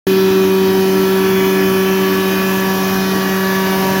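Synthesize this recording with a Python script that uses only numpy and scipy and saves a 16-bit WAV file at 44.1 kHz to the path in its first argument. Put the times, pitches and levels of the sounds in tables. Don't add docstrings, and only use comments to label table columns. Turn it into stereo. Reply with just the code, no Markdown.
import sys
import numpy as np
from scipy import signal
from scipy.fft import rfft, irfft
from scipy.io import wavfile
from scipy.ndimage import uniform_filter1d

SR = 44100
rng = np.random.default_rng(int(sys.argv[2]) if len(sys.argv) > 2 else 0)


def to_wav(s):
    ch = np.atleast_2d(s).T
    pcm = np.round(np.clip(ch, -1, 1) * 32767)
    wavfile.write(sys.argv[1], SR, pcm.astype(np.int16))


N = 176400
TIME = np.arange(N) / SR
FROM_MIDDLE_S = TIME - TIME.mean()
LOBE_HZ, LOBES = 190.46, 4


def amp(db):
    return 10 ** (np.asarray(db) / 20)


def unit_rms(x):
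    return x / np.sqrt(np.mean(x ** 2) + 1e-20)


def at_time(table, t, column=1):
    table = np.array(table)
    return np.interp(t, table[:, 0], table[:, column])


def at_frequency(table, hz, column=1):
    table = np.array(table)
    return np.interp(np.log(hz + 1), np.log(table[:, 0]), table[:, column])


def wander(rate_hz, size=4096, hop=100):
    hz = np.fft.rfftfreq(size, hop / SR)
    slow = irfft(rfft(rng.standard_normal(size)) / (1 + (hz / rate_hz) ** 2))[:N // hop + 2]
    return np.interp(np.arange(N) / hop, np.arange(len(slow)), unit_rms(slow - slow.mean()))


# (time [s], level [dB], left minus right [dB])
OCTAVE_LEVELS = [(0.12, -12.5, -3.0), (2.06, -16.5, -4.5), (2.46, -21, -6), (3.1, -22.5, -2.5),
                 (3.56, -21, -3.5), (3.95, -21, -3.0)]


def intake_drone(lobe_phase, flutter_db=0.5):
    fundamental_db = np.array([[-19], [-18.5]]) + flutter_db * wander(rate_hz=16)
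    pan_db = np.array([[0.5], [-0.5]]) * at_time(OCTAVE_LEVELS, TIME, column=2)
    octave_db = at_time(OCTAVE_LEVELS, TIME) + pan_db + flutter_db * wander(rate_hz=30)
    fundamental = amp(fundamental_db) * np.cos(lobe_phase)
    octave = amp(octave_db) * np.cos(2 * lobe_phase)
    return np.sqrt(2) * (fundamental + octave)


def partial(lobe_phase, multiple, left_db, right_db, standing_db, left_lead_rad):
    flutter, throb_depth = 0.25, 0.11
    throb_start, tone_start = 2 * np.pi * rng.random(2)
    envelope = 1 + flutter * wander(rate_hz=35) + throb_depth * np.cos(lobe_phase / LOBES + throb_start)
    phase = multiple * lobe_phase + tone_start + flutter * wander(rate_hz=25)
    ears = []
    for db, shift in ((left_db, left_lead_rad / 2), (right_db, -left_lead_rad / 2)):
        standing_gain = amp(standing_db * wander(rate_hz=1.9))
        ears.append(amp(db) * unit_rms(standing_gain * envelope * np.cos(phase + shift)))
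    return np.array(ears)


LEAD_HARMONICS = (5, 6, 9, 12, 13, 16)
# (level [dB], drift [dB/s])
LEAD_LEFT_LEVELS = [(-32, 3), (-29, 1.6), (-33.5, 0.5), (-59, 2), (-32.5, 0.5), (-38, -3.5)]
# (time [s], level of each harmonic [dB])
LEAD_RIGHT_LEVELS = [(0.15, -33, -42, -28, -42, -25.5, -52), (0.7, -24.5, -54, -32.5, -38, -28, -40),
                     (1.05, -28, -32, -29.5, -33.5, -28, -46), (1.4, -27, -30.5, -26, -29.5, -25.5, -34.5),
                     (2.06, -27.5, -24.5, -23, -31.5, -30, -31), (2.38, -32, -28.5, -23, -43, -20.5, -30.5),
                     (2.72, -25, -26.5, -20.5, -38, -29, -33.5), (3.12, -41, -26, -25, -37, -25.5, -33),
                     (3.47, -29, -25, -20.5, -31, -28.5, -46), (3.87, -20, -31, -22.5, -32, -32, -34)]
LEAD_PHASES = (1.5, -1.3, 1.9, 4, 4, 0.97)


def lead_overtones(lobe_phase):
    out = np.zeros((2, N))
    for i, (left_db, drift) in enumerate(LEAD_LEFT_LEVELS):
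        right_db = at_time(LEAD_RIGHT_LEVELS, TIME, column=i + 1)
        out += partial(lobe_phase, LEAD_HARMONICS[i], left_db + drift * FROM_MIDDLE_S, right_db,
                       standing_db=1.25, left_lead_rad=LEAD_PHASES[i])
    return out


# (harmonic number, left level [dB], drift [dB/s], right level [dB], drift [dB/s])
WEAK_HARMONICS = [(3, -40, 4.5, -32, 1.7), (4, -36.5, -2.5, -32.5, 2.7), (7, -41, 3.5, -33, -2.6),
                  (8, -45, 0, -33, 2.1), (10, -37, 0, -36, 2.4), (11, -48, 0, -40, 2.3),
                  (14, -40, 1.5, -35, 0.3), (15, -42, 1.5, -38.5, 2.2)]
BUZZ_LEVELS = (-44, -42, -39.5, -44, -43, -45, -42, -42, -46, -48, -42, -54, -46, -46, -44)
BUZZ_FIRST_HARMONIC, BUZZ_LEFT_DB, BUZZ_FALL_DB = 17, -42.5, 0.3
# (frequency [Hz], left level [dB], right level [dB], drift [dB/s])
DRIVE_TONES = [(99, -42, -41, 0.5), (667, -39, -37.5, 2.3), (1667, -43, -41, 0.5), (1762, -47, -40, 2.4),
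               (2952, -45, -42, 0.1), (3381, -42, -40, -1.2), (899, -42, -38, 0), (1006, -42, -38, 1)]
# (frequency [Hz], peak time [s], half-width [s])
ANTINODES = [(3381, 1.42, .28), (3428, 3.7, .35), (3809, .3, .65), (3809, 2.27, .15), (4000, .18, .15),
             (4000, 2.05, .12), (5142, 3.05, .2), (5714, 2.8, .15), (5904, 2, .2)]


def machine_whine(lobe_phase, antinode_db=8, left_delay_s=0.00019, scatter_rad_per_hz=0.00059):
    tones = [(k * LOBE_HZ, left + left_drift * FROM_MIDDLE_S, right + right_drift * FROM_MIDDLE_S)
             for k, left, left_drift, right, right_drift in WEAK_HARMONICS]
    tones += [((BUZZ_FIRST_HARMONIC + step) * LOBE_HZ, BUZZ_LEFT_DB - BUZZ_FALL_DB * step, right)
              for step, right in enumerate(BUZZ_LEVELS)]
    tones += [(hz, left + drift * FROM_MIDDLE_S, right + drift * FROM_MIDDLE_S)
              for hz, left, right, drift in DRIVE_TONES]
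    out = np.zeros((2, N))
    for hz, left_db, right_db in tones:
        swell = sum(np.exp(-((TIME - peak_s) / half_width_s) ** 2)
                    for antinode_hz, peak_s, half_width_s in ANTINODES if abs(antinode_hz - hz) < 2)
        lag_rad = hz * (2 * np.pi * left_delay_s + scatter_rad_per_hz * wander(rate_hz=0.55))
        out += partial(lobe_phase, hz / LOBE_HZ, left_db, right_db + antinode_db * swell,
                       standing_db=2.6, left_lead_rad=-lag_rad)
    return out


# (frequency [Hz], bandwidth [Hz], level [dB], drift [dB/s])
HOUSING_MODES = [(145.5, 19, -46, 7), (294.1, 9.1, -29, -2), (422.5, 25, -38.5, 0.5), (606, 95, -44.5, 4)]


def housing_boom(skirt_hz=120):
    hz, out = np.fft.rfftfreq(N, 1 / SR), np.zeros((2, N))
    pan_db = np.array([[-2.5], [2.5]])
    for mode_hz, width_hz, db, drift in HOUSING_MODES:
        detuning = hz - mode_hz
        response = 1 / (1 + 2j * detuning / width_hz) / (1 + (detuning / skirt_hz) ** 2)
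        ring = irfft(rfft(rng.standard_normal(N)) * response, N)
        out += amp(db + drift * FROM_MIDDLE_S + pan_db) * unit_rms(ring)
    return out


# (frequency [Hz], spectral density [dB re 1/Hz])
AIR_SPECTRUM = [(20, -83), (50, -70), (68, -71), (100, -52.5), (165, -59.5), (220, -52), (400, -58.5),
                (500, -60.5), (800, -61), (1100, -58), (1800, -58.5), (2200, -63), (3000, -62.5),
                (3800, -67), (6300, -65), (8100, -80.5), (10000, -72.5), (12000, -65.5), (15500, -65)]
# (frequency [Hz], interaural correlation, left minus right [dB])
AIR_STEREO = [(60, 0.96, -1.5), (200, 1, -5), (366, 0.61, -4), (704, 0.41, 0.5), (1350, -0.05, -5),
              (3570, 0, -5.5), (6000, -0.2, -6), (8100, 0.12, 3.5), (12000, -0.025, -1)]
# (frequency [Hz], drift [dB/s])
AIR_APPROACH = [(350, -0.5), (600, 1.05), (2600, 0.55), (14000, 0.5)]
HISS_BANDS = (1780, 2650, 4300, 5700, 12300)
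# (time [s], gain of each band but the first [dB])
HISS_GAINS = [(.12, 0, 2.8, 2, 0), (.55, -11, 0.5, -2, -2.8), (1.0, -5, 1, -1.4, 0.5),
              (1.3, 2, -8.5, 0, 1.8), (2.08, -0.5, -3, 0.2, 1.5), (2.3, -0.5, 0.5, -1, 1.5),
              (2.52, 2, -4.5, 1.2, 2.5), (2.88, -2.5, 2, 2, 1.5), (3.1, -8, 2.7, 0.3, -3.5),
              (3.5, -3, -0.5, 0.7, -0.5), (3.9, -2.5, 0, 1.5, -0.5)]


def air_rush(eddy_db=1.78, size=1024):
    hop = size // 4
    frames, hz = N // hop + 5, np.fft.rfftfreq(size, 1 / SR)
    t = np.arange(frames)[:, None] * hop / SR
    white = rng.standard_normal((2, (frames - 1) * hop))
    left, independent = signal.stft(white, nperseg=size, noverlap=size - hop)[2].transpose(0, 2, 1)
    correlation = at_frequency(AIR_STEREO, hz)
    right = correlation * left + np.sqrt(1 - correlation ** 2) * independent
    band_weights = [np.interp(np.log(hz + 1), np.log(HISS_BANDS), row) for row in np.eye(len(HISS_BANDS))]
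    hiss_db = sum(band_weights[band] * at_time(HISS_GAINS, t, band) for band in range(1, len(HISS_BANDS)))
    eddies = uniform_filter1d(rng.standard_normal(left.shape), size=16, axis=0)
    eddies = unit_rms(uniform_filter1d(eddies, size=12, axis=1))
    approach_db = at_frequency(AIR_APPROACH, hz) * (t - t.mean())
    db = at_frequency(AIR_SPECTRUM, hz) + eddy_db * eddies + approach_db
    pan_db = at_frequency(AIR_STEREO, hz, column=2) / 2
    spectra = np.array([left * amp(db + pan_db), right * amp(db - pan_db + hiss_db)])
    air = signal.istft(spectra.transpose(0, 2, 1), nperseg=size, noverlap=size - hop)[1]
    return air[:, :N] * np.sqrt(SR / 2)


def lobe_puffs(air, lobe_phase, depth=0.37, band_hz=(1500, 3000)):
    band = signal.sosfiltfilt(signal.butter(2, band_hz, "band", fs=SR, output="sos"), air)
    return depth * np.cos(lobe_phase) * band


def scene():
    relative_speed = 1 + 0.00024 * wander(rate_hz=1.21) + 0.00059 * wander(rate_hz=33)
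    lobe_phase = 2 * np.pi * np.cumsum(LOBE_HZ * relative_speed) / SR
    tones = intake_drone(lobe_phase) + lead_overtones(lobe_phase) + machine_whine(lobe_phase)
    boom = housing_boom()
    air = air_rush()
    return tones + boom + air + lobe_puffs(air, lobe_phase)


def record(dry, low_hz=32, high_hz=15900, start_s=0.068, rise_s=0.0009):
    dry = signal.sosfilt(signal.butter(2, low_hz, "high", fs=SR, output="sos"), dry)
    gate = np.clip((TIME - start_s) / rise_s, 0, 1)
    low_pass = signal.firwin(511, high_hz, window=("kaiser", 9), fs=SR)
    return signal.oaconvolve(dry * gate, low_pass[None], "same")


dry = scene()
out = record(dry)
to_wav(out)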